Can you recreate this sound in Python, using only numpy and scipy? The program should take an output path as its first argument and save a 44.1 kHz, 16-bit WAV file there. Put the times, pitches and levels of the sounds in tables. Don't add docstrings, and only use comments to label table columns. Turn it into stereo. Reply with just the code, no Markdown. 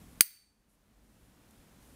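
import sys
import numpy as np
from scipy import signal
from scipy.fft import rfft, irfft
from scipy.io import wavfile
from scipy.ndimage import uniform_filter1d

SR = 44100
rng = np.random.default_rng(int(sys.argv[2]) if len(sys.argv) > 2 else 0)


def decibels_to_gain(level_db):
    exponent = np.asarray(level_db, float) / 20
    return 10 ** exponent


def wav_record(signal):
    frames = np.transpose(np.atleast_2d(signal))
    bounded = np.clip(frames, -1, 1)
    quanta = np.round(bounded * 32767).astype(np.int16)
    wavfile.write(sys.argv[1], SR, quanta)


N = 85995
TIME_S = np.arange(N) / SR
LEFT_RIGHT = np.array([[1], [-1]])


def unit(x):
    return x / np.sqrt(np.mean(x ** 2))


def colour(x, points):
    hz, db = np.array(points, float).T
    n = x.shape[-1] // 2 * 2
    f = np.arange(n // 2 + 1) * SR / n + 1
    log_gain = np.interp(np.log(f), np.log(hz), db) * np.log(10) / 20
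    cepstrum = irfft(log_gain, n)
    fold = np.where(np.arange(n) < n // 2, 2., 0.)
    fold[0] = 1
    response = np.exp(rfft(cepstrum * fold))
    out = irfft(rfft(x, n) * response, n)
    return np.pad(out, [(0, 0)] * (x.ndim - 1) + [(0, x.shape[-1] - n)], "edge")


def fade(start_s, t60_s):
    t = TIME_S - start_s
    return (t >= 0) * np.exp(-np.log(1000) * np.maximum(t, 0) / t60_s)


def walk(rate_hz):
    k = int(SR / rate_hz)
    steps = np.repeat(rng.standard_normal(N // k + 1), k)
    return unit(uniform_filter1d(uniform_filter1d(steps, k), k)[:N])


def band(x, hz, width_hz):
    return signal.lfilter(*signal.iirpeak(hz, hz / width_hz, fs=SR), x)


def butter2(x, hz, kind="low"):
    return signal.sosfilt(signal.butter(2, hz, kind, fs=SR, output="sos"), x)


# frequency in Hz, density in dB per Hz.
AIR_SPECTRUM = [(15, -38.5), (25, -10), (164, -6.5), (209, -5.5), (246, -10.5), (566, -17), (4740, -29),
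                (10300, -30), (15500, -33)]
# time in seconds, level in dB.
RUMBLE_SWELL = [(0, 5), (0.201, 0.5), (.8, -0.5), (1.05, 0), (1.32, 1.5), (1.45, -1), (1.57, -0.5),
                (1.7, -1.5), (1.9, 1)]
# frequency in Hz, width in Hz, level in dB.
DRONES = [(48, 11, -60.5), (210, 11, -68), (247, 18, -71.5), (291.7, 12, -72)]
AIR_DB, AIR_FLICKER_DB, AIR_FLICKER_HZ = -58, 0.25, 9


def air():
    noise = unit(colour(rng.standard_normal((2, N)), AIR_SPECTRUM))
    rumble = butter2(noise, 500)
    hiss = noise - rumble
    swell = decibels_to_gain(np.interp(TIME_S, *np.array(RUMBLE_SWELL).T))
    drone = 0
    for hz, width_hz, db in DRONES:
        drone = drone + decibels_to_gain(db) * unit(band(rng.standard_normal((2, N)), hz, width_hz))
    flicker = decibels_to_gain(AIR_FLICKER_DB * walk(AIR_FLICKER_HZ))
    return decibels_to_gain(AIR_DB) * (hiss + rumble * swell * flicker) + swell * drone


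# time in seconds, level in dB, frequency in Hz.
CATCHES = [
    (.158, -62, 1000),
    (.752, -62.5, 9000),
    (1.437, -58, 1100),
    (1.509, -56.5, 10000),
    (1.826, -62, 6985),
]
CATCH_T60_S = 0.013


def fibre_catches():
    out = 0
    for start_s, db, hz in CATCHES:
        tick = unit(band(rng.standard_normal(N), hz, 0.45 * hz))
        out = out + decibels_to_gain(db) * fade(start_s, CATCH_T60_S) * tick
    return out


# start in seconds, length in seconds, level in dB.
SLIDES = [
    (-.05, 0.3, -73),
    (.68, .085, -66.5),
    (1.022, 0.3, -75),
    (1.472, 0.175, -74),
    (1.8, .25, -70.5),
]
# frequency in Hz, density in dB per Hz.
RUSTLE_SPECTRUM = [(300, -30), (3000, -13), (7000, -5.5), (9500, 1.5), (12500, -2.5), (14500, -9.5),
                   (17000, -17)]
SLIDE_EDGE_S, GRAIN_DB, GRAIN_HZ = 0.016, 0.64, 120
WHISTLE_HZ, WHISTLE_WIDTH_HZ, WHISTLE_DB = 12800, 250, -76


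def glove():
    slide = 0
    for start_s, length_s, db in SLIDES:
        to_edge_s = np.minimum(TIME_S - start_s, start_s + length_s - TIME_S)
        slide = slide + decibels_to_gain(db) * np.clip(to_edge_s / SLIDE_EDGE_S, 0, 1)
    friction = rng.standard_normal((2, N))
    mid, diff = friction
    cotton = unit(colour(mid + 0.26 * diff * LEFT_RIGHT, RUSTLE_SPECTRUM))
    rustle = slide * decibels_to_gain(GRAIN_DB * walk(GRAIN_HZ)) * cotton
    whistle = decibels_to_gain(WHISTLE_DB) * unit(band(friction, WHISTLE_HZ, WHISTLE_WIDTH_HZ))
    return rustle + (TIME_S < CONTACTS[0][0]) * whistle + fibre_catches()


ROOM_DB, ROOM_LOW_HZ, ROOM_TOP_HZ = -15.5, 1100, 9000
ROOM_T60_S, ROOM_TOP_T60_S = 0.49, 0.35


def room(x):
    noise = rng.standard_normal((2, N))
    low = butter2(noise, ROOM_TOP_HZ)
    tail = low * fade(0.0083, ROOM_T60_S) + (noise - low) * fade(0.011, ROOM_TOP_T60_S)
    tail = butter2(tail[:, :SR], ROOM_LOW_HZ, "high")
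    tail = tail / np.sqrt(np.sum(tail ** 2) / 2)
    return decibels_to_gain(ROOM_DB) * signal.fftconvolve(x, tail, axes=1)[:, :N]


SIDES_DB, SIDES_RAD = 4.5, .8
RING_S = .6
RING_LOW_CUT_HZ = 1200


def ring(modes, start_s):
    first = int(start_s * SR) + 1
    t = (first + np.arange(int(RING_S * SR))) / SR - start_s
    out = np.zeros((2, N))
    for k, (hz, db, t60_s) in enumerate(modes):
        level_side, phase_side = rng.uniform(-1, 1, 2)
        level = decibels_to_gain(db + SIDES_DB * level_side * LEFT_RIGHT)
        phase = np.pi * (k + 1) + SIDES_RAD * phase_side * LEFT_RIGHT
        decay = np.exp(-np.log(1000) * t / t60_s)
        out[:, first:first + len(t)] += level * decay * np.sin(2 * np.pi * hz * t + phase)
    return butter2(out, RING_LOW_CUT_HZ, "high") / np.sqrt(len(modes))


# frequency in Hz, level in dB, T60 in seconds.
CASE_MODES = [(1950, -14, .25), (4530, -5, .55), (4570, -8, .5), (4613, -11, .45), (8500, -7, .33),
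              (8370, -9, .35), (8530, -7.5, .33), (13000, -11, 0.21), (14500, -4, .27), (14200, -6, .27)]
CASE_DB = -17.5


def case_ring(start_s, grip):
    return decibels_to_gain(CASE_DB) * grip * ring(CASE_MODES, start_s)


THUD_HZ, THUD_DB, THUD_T60_S = 342, -21, 0.036


def thud(start_s):
    return decibels_to_gain(THUD_DB) * fade(start_s, THUD_T60_S) * np.sin(2 * np.pi * THUD_HZ * (TIME_S - start_s))


# frequency in Hz, density in dB per Hz.
RATTLE_SPECTRUM = [(500, -45), (2000, -13), (4100, -16), (4500, -5), (5500, -15), (7650, -11.5), (8460, -3),
                   (15500, -5)]
RATTLE_DB, RATTLE_T60_S = 3, .08


def rattle(start_s):
    mid, diff = rng.standard_normal((2, N))
    noise = (mid + 0.76 * diff * LEFT_RIGHT) * fade(start_s, RATTLE_T60_S)
    return decibels_to_gain(RATTLE_DB) * colour(noise, RATTLE_SPECTRUM)


# frequency in Hz, density in dB per Hz.
CRACK_SPECTRUM = [(40, -30), (350, -24), (800, -25), (1300, -12), (2400, -5), (3600, -11), (5500, -6),
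                  (15500, -8)]
# frequency in Hz, width in Hz, level in dB.
BLOW_RESONANCES = [(2150, 1800, -15), (4643, 440, -7.5), (6026, 360, -8.5), (6550, 400, -13),
                   (8540, 480, -6), (10904, 360, -4.5), (12120, 580, -11.5), (14868, 390, -1)]
# frequency in Hz, level in dB, T60 in seconds.
LID_MODES = [(4556, -2.5, 0.081), (6100, -10, .07), (8610, -2, 0.087), (9840, -3.5, 0.074),
             (10470, -5, .06), (11330, -6.5, .05), (12980, -5, .08), (14300, -4.5, .07), (14460, 0.5, .08),
             (15020, -4, .07)]
CRACK_DB, CRACK_T60_S, BLOW_DB, SNAP_DB, LID_DB = 4.5, .014, 22, 21.5, .5


def contact(start_s):
    mid, diff = rng.standard_normal((2, N))
    crack = decibels_to_gain(CRACK_DB) * (mid + 0.24 * diff * LEFT_RIGHT) * fade(start_s, CRACK_T60_S)
    blow = decibels_to_gain(BLOW_DB) * np.sinc(np.arange(N) - start_s * SR)
    snap_modes = []
    for hz, width_hz, db in BLOW_RESONANCES:
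        t60_s = np.log(1000) / np.pi / width_hz
        snap_modes.append((hz, db + 20 * np.log10(width_hz / 500), t60_s))
    snap = decibels_to_gain(SNAP_DB) * ring(snap_modes, start_s)
    return colour(crack + blow, CRACK_SPECTRUM) + snap + decibels_to_gain(LID_DB) * ring(LID_MODES, start_s)


# time in seconds, level in dB.
CONTACTS = [
    (0.2083, -1),
    (.2117, -12),
    (0.2167, -16),
]
WAVER_DB, WAVER_HZ = 3, 50


def lid():
    grip = decibels_to_gain(WAVER_DB * walk(WAVER_HZ))
    out = 0
    for start_s, db in CONTACTS:
        out = out + decibels_to_gain(db) * contact(start_s)
    shut_s = CONTACTS[0][0]
    return out + rattle(shut_s) + thud(shut_s) + case_ring(shut_s, grip)


def scene():
    snap = lid()
    return snap + room(snap) + air() + glove()


def top_cut(x):
    return signal.sosfilt(signal.butter(12, 15620, fs=SR, output="sos"), x)


DUCK_DB, DUCK_ATTACK_S, DUCK_HOLD_S = 20.5, 0.0027, .08
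RECOVER_DB_PER_S, SETTLE_DB = 20.5, 7.5
TOP_HZ = 15550


def record(dry):
    t = TIME_S - CONTACTS[0][0]
    left_db = DUCK_DB - RECOVER_DB_PER_S * np.maximum(t - DUCK_HOLD_S, 0)
    attack = 1 - np.exp(-np.maximum(t, 0) / DUCK_ATTACK_S)
    duck_db = SETTLE_DB * np.logaddexp(0, left_db / SETTLE_DB) * attack
    clipped = 1.21 * np.tanh(dry * decibels_to_gain(-duck_db) / 0.99)
    low_pass = signal.ellip(6, .1, 30, TOP_HZ, fs=SR, output="sos")
    mix = np.clip(signal.sosfiltfilt(low_pass, clipped), -1, 1)
    return top_cut(mix)


dry = scene()
out = record(dry)
wav_record(out)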